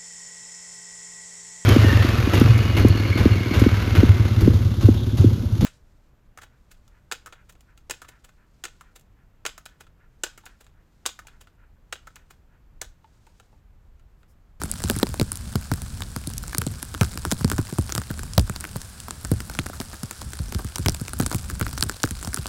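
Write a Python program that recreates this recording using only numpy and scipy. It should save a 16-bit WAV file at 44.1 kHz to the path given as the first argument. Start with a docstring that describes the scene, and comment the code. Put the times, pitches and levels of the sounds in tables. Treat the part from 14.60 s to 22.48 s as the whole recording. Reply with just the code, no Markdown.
"""Sleet strikes a taut cover, probably an umbrella, right over the microphone on a quiet street.
Each ice pellet ticks as it cracks, knocks on the sheet and may bounce; the heavy ones send a low,
falling thump through the sheet. Countless small grains patter farther off, over the hiss of sleet
on the ground and a faint town rumble."""
import sys
import numpy as np
from scipy.fft import rfft, irfft, next_fast_len
from scipy.io import wavfile
from scipy.ndimage import map_coordinates

SR = 44100
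rng = np.random.default_rng(int(sys.argv[2]) if len(sys.argv) > 2 else 0)


def master_out(mix):
    """Clip the mix to full scale and print it as 16-bit PCM to the path in sys.argv[1]."""
    frames = np.transpose(np.atleast_2d(mix))
    ceiling = np.clip(frames, -1, 1)
    pcm = np.round(ceiling * 32767).astype(np.int16)
    wavfile.write(sys.argv[1], SR, pcm)


N = 347508


def amp(db):
    """Turn decibels into a gain."""
    return 10 ** (np.asarray(db) / 20)


def burst(rows, ms):
    """Give each row the energy of a sound of average (rms) level 1 lasting ms milliseconds."""
    return rows * np.sqrt(ms * SR / 1000 / (np.sum(rows ** 2, -1, keepdims=True) + 1e-20))


def along(points, hz):
    """Read between (pitch_hz, value) points, with octaves evenly spaced."""
    pitch_hz, value = np.transpose(points)
    return np.interp(np.log(hz + 1), np.log(pitch_hz + 1), value)


def curve(points):
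    """Join (time_s, value) points into one value per sample."""
    return np.interp(np.arange(N) / SR, *np.transpose(points))


def wobble(per_s):
    """A smooth curve through per_s random values a second."""
    return map_coordinates(rng.standard_normal(int(N * per_s / SR) + 4), [np.arange(N) * per_s / SR])


def noise(tone):
    """Noise shaped by a tone table, at an average (rms) level of 1."""
    size = next_fast_len(N + SR // 4)
    gain = amp(along(tone, np.fft.rfftfreq(size, 1 / SR)))
    shaped = irfft(rfft(rng.standard_normal(size)) * gain, size)[:N]
    return shaped / np.sqrt(np.mean(shaped ** 2) + 1e-20)


def coloured(rows, gain_db):
    """Filter short sounds so that nothing rings before the hit (minimum phase)."""
    size = rows.shape[-1]
    cepstrum = irfft(np.log(amp(gain_db(np.fft.rfftfreq(size, 1 / SR)))))
    cepstrum[..., 1:size // 2] *= 2
    cepstrum[..., size // 2 + 1:] = 0
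    return irfft(rfft(rows) * np.exp(rfft(cepstrum)))


def hump(hz, centre_hz, octaves):
    """One hump of height 1 around each centre pitch."""
    return np.exp(-0.5 * (np.log2((hz + 1) / centre_hz[:, None]) / octaves) ** 2)


def place(start_s, rows):
    """Add up short sounds, one per row, at their start times."""
    index = np.round(np.maximum(start_s, 0) * SR).astype(int)[:, None] + np.arange(rows.shape[1])
    return np.bincount(index.ravel(), rows.ravel(), N)[:N]


# Tone of the far hiss, as coloured by the microphone: pitch_hz, level_db
HISS_TONE = [(200, -8), (400, 0), (700, 0), (1100, 1), (1580, 4), (1950, -4), (3000, -4), (5100, 0),
             (6400, -3.5), (8400, 1), (10000, -2), (12000, -8.5), (15500, -12.5)]
# Tone of the town: pitch_hz, level_db
RUMBLE_TONE = [(15, -19), (35, -7.5), (55, -2.5), (74, 0), (100, -6), (150, -11), (220, -15), (330, -32),
               (600, -40), (2000, -99)]
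# How the rumble swells and fades: time_s, level_db
RUMBLE_LEVELS = [(0.0, -37), (0.42, -36.5), (2.0, -40.5), (2.92, -38.5), (3.2, -39.5), (3.68, -39.5),
                 (4.5, -43.5), (4.87, -38.5), (5.48, -46.5), (5.77, -41), (6.71, -38.5), (7.88, -44.5)]
def street(hiss_db=-47.5, rumble_gain_db=2.5):
    """Far sleet merges into a steady hiss; the town rumbles beneath it."""
    hiss = amp(hiss_db) * noise(HISS_TONE)
    rumble_db = curve(RUMBLE_LEVELS) + rumble_gain_db + 3.5 * wobble(per_s=9)
    return hiss + amp(rumble_db) * noise(RUMBLE_TONE)


def contacts(count, crumble, crumble_s, ring_db, ring_s, size=1024):
    """One row per hit: a sharp push, the grain crumbling, and a weak ring of the struck spot."""
    t = np.arange(size) / SR
    stretch = np.exp(1.19 * rng.standard_normal((count, 1)))
    fade = crumble * np.exp(-t / (crumble_s * stretch)) + amp(ring_db) * np.exp(-t / ring_s)
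    rows = rng.standard_normal((count, size)) * fade
    rows[:, 0] -= 1  # the push
    return rows


# Tone of the ticks, as coloured by the microphone: pitch_hz, level_db
TICK_TONE = [(700, -16), (1400, -24.5), (2100, -4.5), (2700, -2.5), (3400, -0.5), (4800, 2), (6400, -2),
             (7600, 2.5), (9000, 1.5), (10200, -0.5), (12000, -5), (15500, -9)]
def ticks(bright_db, spot_hz=6500, spot_db=7):
    """Ice cracks: the harder the contact, the brighter; each spot favours a pitch of its own."""
    rows = contacts(len(bright_db), crumble=0.5, crumble_s=0.0003, ring_db=-11.5, ring_s=0.0011)
    own_hz = spot_hz * 2 ** (bright_db / 18 + 0.3 * rng.standard_normal(len(bright_db)))
    tilt = lambda hz: bright_db[:, None] * along([(2000, -0.87), (4000, 0.014), (10000, 0.6)], hz)
    tone = lambda hz: along(TICK_TONE, hz) + tilt(hz) + spot_db * hump(hz, own_hz, octaves=0.2)
    return burst(coloured(rows, tone), ms=1)


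def travel(rows, lag_s):
    """High notes cross the sheet faster than low ones; lag_s is each row's delay at 1 kHz."""
    khz = np.fft.rfftfreq(rows.shape[1], 1 / SR) / 1000
    turns = 2000 * lag_s * np.sqrt(khz)
    return irfft(rfft(rows) * np.exp(-2j * np.pi * turns))


# Tone of a struck spot: pitch_hz, level_db
KNOCK_TONE = [(80, -27.5), (220, 9.5), (380, 3.5), (560, 0.5), (800, -3.5), (1150, -4.5), (1500, -1.5),
              (1720, -4.5), (1950, -8.5), (3000, -11.5), (8000, -13)]
def knocks(pitch_hz, hollow_db=11, slack_db=11, travel_s=0.0007):
    """The struck spot gives way with a hollow knock; taut spots sound high and carry little bass."""
    rows = contacts(len(pitch_hz), crumble=0.2, crumble_s=0.00087, ring_db=-28, ring_s=0.0034)
    slack = np.log2(1050 / pitch_hz)[:, None]
    body = lambda hz: along(KNOCK_TONE, hz) + slack_db * slack * along([(400, 0.97), (1500, 0.046)], hz)
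    rows = coloured(rows, lambda hz: body(hz) + hollow_db * hump(hz, pitch_hz, octaves=0.55))
    return burst(travel(rows, travel_s * rng.random((len(rows), 1))), ms=0.5)


# How hard the sleet falls: time_s, level_db
FLURRIES = [(0.0, -45), (0.26, -42), (0.42, -43), (0.55, -47), (0.7, -48), (0.96, -47), (1.42, -48),
            (1.88, -46), (1.97, -47), (3.22, -44), (3.53, -46), (4.54, -48), (4.91, -46), (5.36, -47),
            (6.39, -45), (6.71, -43), (7.2, -45), (7.88, -44)]
def landings(chance, flurry_power=1.6):
    """Turn chances of 0-1 into start times and levels: grains land thicker and louder in a flurry."""
    flow_db = curve(FLURRIES)
    fallen = np.cumsum(amp(flurry_power * flow_db))
    sample = np.searchsorted(fallen, chance * fallen[-1])
    return sample / SR, flow_db[sample]


def patter(count=900, spread_db=3):
    """Small grains tick and knock on ground, leaves and cover."""
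    when, smallness, bright, soft, spot = rng.random((count, 5)).T
    start_s, flow_db = landings(when)
    level_db = flow_db - spread_db * np.log(0.095 + smallness)  # most are tiny, a few stand out
    tick = amp(level_db + 4)[:, None] * ticks(bright_db=18 * (bright - 0.5))
    knock = amp(level_db + 13 * (soft - 0.5))[:, None] * knocks(pitch_hz=650 + 1000 * spot)
    return place(start_s, tick + knock)


def shaking(start_s, level_db, rise_s, decay_s):
    """How strongly the sheet moves after a series of blows: their energies add up."""
    t = np.arange(int(SR * min(8 * decay_s, 0.5))) / SR
    swell = np.exp(-t / decay_s) * (1 - np.exp(-t / rise_s))
    return np.sqrt(place(start_s, (amp(level_db)[:, None] * swell) ** 2))


# Tone of the rippling sheet: pitch_hz, level_db
RIPPLE_TONE = [(80, -39), (170, -4), (260, 4), (360, 1), (450, -5.5), (600, -16), (1000, -29), (3000, -80)]
def ripples(start_s, level_db, rise_s, decay_s):
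    """Every blow leaves a short, dull ripple in the sheet."""
    return shaking(start_s, level_db, rise_s, decay_s) * noise(RIPPLE_TONE)


# The loudest pellets; bright_db tips a tick toward the top treble.
# start_s, tick_db, bright_db, knock_db, knock_hz
LOUD_PELLETS = [(0.017, -34.5, -5, -21.5, 1390), (0.0358, -21, 3, -26, 1110),
                (0.1145, -14.5, 8.5, -54, 1130), (0.203, -39, 3, -31, 1220),
                (0.2389, -19.5, 4.5, -24.5, 860), (0.2995, -22, -9, -10.5, 840),
                (0.3102, -23, 10, -48, 1100), (0.388, -22, 9, -47, 1230), (0.399, -29, 12, -27, 1240),
                (0.4301, -15.5, -14.5, -12, 830), (0.5418, -33, 3, -24, 740),
                (0.598, -17.5, -8.5, -14.5, 624), (0.613, -22, -2, -24, 1180),
                (0.7188, -16.5, 9, -29, 1230), (0.7563, -26, 12, -54, 950), (0.956, -23, -4.5, -20, 1440),
                (1.1163, -28, 0, -17.5, 1010), (1.1376, -24.5, 11, -29, 1350), (1.219, -29, 9, -34, 764),
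                (1.421, -23.5, -5.5, -27, 1280), (1.563, -25.5, -4, -24.5, 1110),
                (1.6726, -22, 10.5, -33, 634), (1.7807, -21, 7, -55, 1320), (1.8373, -35, 7, -30, 1090),
                (1.8803, -30, 2, -34, 970), (1.948, -21.5, -4.5, -22, 1220),
                (1.983, -11.5, 15.5, -31, 1420), (2.0175, -27, 1.5, -21, 1340),
                (2.0664, -22.5, -0.5, -34, 940), (2.2283, -21.5, 13, -29, 1160),
                (2.348, -29, -4, -24.5, 1430), (2.4114, -15, -9.5, -15.5, 1210),
                (2.4325, -23.5, 3, -20.5, 1410), (2.575, -24, -1, -28, 1320),
                (2.6514, -22.5, 12, -17, 1220), (2.7152, -15.5, 2, -21, 1160),
                (2.7215, -17, -1, -15.5, 700), (2.8456, -19, -5.5, -19, 800), (2.9, -20, -2, -26.5, 1230),
                (2.916, -44, -6, -16, 1370), (2.9815, -28, 5, -19.5, 1080), (3.089, -44, 0, -33, 1050),
                (3.1846, -24, 3, -21, 930), (3.2934, -32.5, -4, -29.5, 930), (3.323, -18, 4.5, -26, 1400),
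                (3.3512, -18, 4, -27, 990), (3.379, -20, 1.5, -18.5, 1200), (3.504, -39, -3, -28.5, 1340),
                (3.5927, -31, 3, -27.5, 1510), (3.6328, -28.5, 1, -30, 990), (3.7794, -14, -6, -7.5, 830),
                (3.7954, -20.5, 0, -20.5, 640), (3.8968, -27, 5, -23.5, 1320),
                (3.9618, -24.5, -1.5, -28.5, 1060), (4.0082, -24, 11, -34, 1240),
                (4.0413, -32, -13, -25, 1340), (4.0509, -29, -8, -29, 1290),
                (4.1597, -33.5, -2, -25.5, 910), (4.4834, -41, -1, -25.5, 1060),
                (4.5083, -23, 6.5, -26.5, 1230), (4.6491, -22.5, 7.5, -31, 1140),
                (4.716, -21, 24, -15, 560), (4.804, -29, 3, -28, 1520), (4.8979, -28.5, 1.5, -27.5, 1170),
                (4.9506, -32, 1, -29.5, 1400), (4.9894, -17, -11.5, -19, 1500),
                (5.061, -30, -3, -27.5, 814), (5.098, -46, -2, -27, 830), (5.1321, -45, -1, -30, 1370),
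                (5.202, -24, -3.5, -24, 940), (5.3308, -37, 3, -29, 1160), (5.433, -25.5, 1, -31.5, 1220),
                (5.5108, -24.5, 6.5, -26, 1400), (5.6166, -30, 3, -28.5, 1030),
                (5.7339, -28.5, 3, -30, 1330), (5.7904, -31.5, -2, -35, 1450), (5.924, -31, -1, -26, 1140),
                (5.9482, -25, -5, -30, 1130), (5.9907, -48, 4, -24, 990), (6.1579, -19, -1, -26, 990),
                (6.1836, -24, 7, -28, 1270), (6.261, -17, -14.5, -16, 1210), (6.2843, -13, -9, -18, 890),
                (6.2953, -19, 3, -43, 1140), (6.4815, -25.5, -3, -33, 1380), (6.534, -23.5, 5, -26, 1200),
                (6.5996, -26, 8, -14, 1000), (6.611, -22, 10, -29, 1220), (6.6234, -30, 2, -31, 1150),
                (6.663, -16, 2.5, -22.5, 1070), (6.7148, -26, 2, -21.5, 1180), (6.7274, -25, 1, -26, 1020),
                (6.7467, -22, 2, -24, 1000), (6.9003, -31, -3, -24, 1660), (7.012, -22.5, 8, -18, 1320),
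                (7.0276, -31, -6, -27.5, 1610), (7.0658, -28.5, -9, -22, 1360),
                (7.1777, -25.5, 3, -24, 1330), (7.2094, -18.5, 5, -32, 1210), (7.226, -9.5, 1.5, -18, 1220),
                (7.296, -20.5, 9, -19, 1370), (7.4326, -13.5, 3, -42, 1380), (7.4384, -25, 0, -13, 1400),
                (7.5092, -22.5, 0.5, -31, 1480), (7.628, -27, 10, -29.5, 1280), (7.674, -28, 1, -27, 840),
                (7.744, -15, 7.5, -26, 1410), (7.773, -35, 3, -23.5, 1290), (7.858, -29, -11, -24, 1070)]
def near_pellets():
    """Pellets strike the cover just above the microphone."""
    start_s, tick_db, bright_db, knock_db, knock_hz = np.transpose(LOUD_PELLETS)
    tick = amp(tick_db + 1.15)[:, None] * ticks(bright_db - 2.5)
    knock = amp(knock_db + 5)[:, None] * knocks(knock_hz)
    ripple = ripples(start_s, knock_db - 10.5, rise_s=0.0015, decay_s=0.011)
    return place(start_s, tick + knock) + ripple


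def bounces(typical_flight_s=0.02, scatter=0.65):
    """The loud pellets bounce and land again, sounding softer and thinner."""
    start_s, tick_db, bright_db, knock_db, knock_hz = np.transpose(LOUD_PELLETS)
    flight, luck = rng.standard_normal((len(start_s), 2)).T
    tick = amp(tick_db - 12 + 2 * luck)[:, None] * ticks(bright_db + 4.5)
    knock = amp(knock_db - 12.5 + 2 * luck)[:, None] * knocks(knock_hz)
    return place(start_s + typical_flight_s * np.exp(scatter * flight), tick + knock)


def thumps(pitch_hz, bend=0.612, rise=0.1, overtone_db=-7, size=8192):
    """Waves bend the sheet: high ones arrive first, so the pitch falls as the thump dies."""
    decay_s = 0.0199 * (130 / pitch_hz) ** 1.52  # the sheet damps high thumps sooner
    age = np.arange(size) / SR / decay_s[:, None]
    cycles = 1.06 * (pitch_hz * decay_s)[:, None] * ((age + 0.031) ** bend - 0.032 ** bend)
    swing = np.exp(-age) * (1 - np.exp(-age / rise))
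    # a softer falling overtone, about an octave higher
    overtone_ratio = rng.uniform(1.734, 2.295, (len(pitch_hz), 1))
    overtone = amp(overtone_db) * np.exp(-0.5 * age) * np.sin(2 * np.pi * overtone_ratio * cycles)
    return burst(-swing * (np.sin(2 * np.pi * cycles) + overtone), ms=10)


# Tone of the whole cover swaying: pitch_hz, level_db
SWAY_TONE = [(25, 1), (50, -6), (76, 5.5), (112, 8.5), (160, -9), (220, -5), (320, -28), (600, -57),
             (2000, -90)]
# Blows that shake the sheet, each with its average pitch: start_s, level_db, pitch_hz
HEAVY_BLOWS = [(0.038, -21.5, 93), (0.2419, -17, 107.5), (0.3643, -20.5, 181), (0.4305, -13.5, 367),
               (0.6127, -11.5, 158), (0.954, -13, 136), (1.1163, -14, 140), (1.2164, -25.5, 82),
               (1.5647, -23, 130), (1.6733, -24, 169), (1.984, -19, 130), (2.016, -24, 85),
               (2.0672, -19, 195), (2.4121, -9, 133.5), (2.6645, -21, 106), (2.7241, -17, 270),
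               (2.8454, -10, 162), (2.9257, -17.5, 92), (2.988, -12, 156), (3.1865, -12, 120),
               (3.352, -23, 136), (3.3791, -19.5, 140), (3.5056, -22.5, 174), (3.7776, -6, 101),
               (3.7956, -20, 269), (3.8981, -20.5, 144), (4.1584, -22.5, 166), (4.7162, -10, 154),
               (4.9901, -20.5, 153), (5.2, -29.5, 155), (5.4328, -24.5, 195), (5.799, -17, 89),
               (5.9496, -16, 90), (6.1937, -18, 108), (6.26, -11.5, 108.4), (6.2854, -18, 204),
               (6.5993, -15.5, 181), (6.7467, -16.5, 142), (6.9242, -24.5, 81), (7.0114, -15, 116.5),
               (7.227, -25, 191), (7.257, -22, 100), (7.4405, -16, 161), (7.5098, -21, 84),
               (7.674, -21, 111), (7.7887, -20.5, 97)]
def shaken_sheet():
    """Heavy blows thump and ripple the sheet, then the whole cover sways on at its lowest notes."""
    start_s, level_db, pitch_hz = np.transpose(HEAVY_BLOWS)
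    thump = place(start_s, amp(level_db - 2)[:, None] * thumps(pitch_hz))
    ripple = ripples(start_s, level_db - 13, rise_s=0.0013, decay_s=0.009)
    sway = shaking(start_s, level_db - 14, rise_s=0.0062, decay_s=0.045) * noise(SWAY_TONE)
    return thump + ripple + sway


def light_pellets(count=72):
    """Lighter pellets hit the cover at random; every third one is heavy enough for a soft thump."""
    when, crack, bright, push, spot, weight = rng.uniform(-0.5, 0.61, (count, 6)).T
    start_s, flow_db = landings((np.arange(count) + 0.5 + when) / count)
    tick = amp(flow_db + 12 + 14.5 * crack)[:, None] * ticks(bright_db=7 + 26 * bright)
    knock = amp(flow_db + 10.5 + 24 * push)[:, None] * knocks(pitch_hz=1190 * 2 ** (0.83 * spot))
    thump = amp(flow_db + 12 + 21 * weight)[:, None] * thumps(pitch_hz=112.3 * 2 ** (1.36 * spot))
    return place(start_s, tick + knock) + place(start_s[::3], thump[::3])


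def scene():
    """Cover, patter and street at one microphone."""
    cover = near_pellets() + bounces() + shaken_sheet() + light_pellets()
    return (cover + patter() + street())[None]


def record(dry):
    """The recorder rounds off the highest peaks and cuts the very top of the treble."""
    top_hz, fade_hz = 16000, 600
    rounded = dry / (1 + np.abs(dry) ** 6) ** (1 / 6)
    size = next_fast_len(N + SR // 4)
    treble_cut = np.clip((top_hz - np.fft.rfftfreq(size, 1 / SR)) / fade_hz + 0.5, 0, 1)
    return irfft(rfft(rounded, size) * treble_cut, size)[:, :N]


dry = scene()
out = record(dry)
master_out(out)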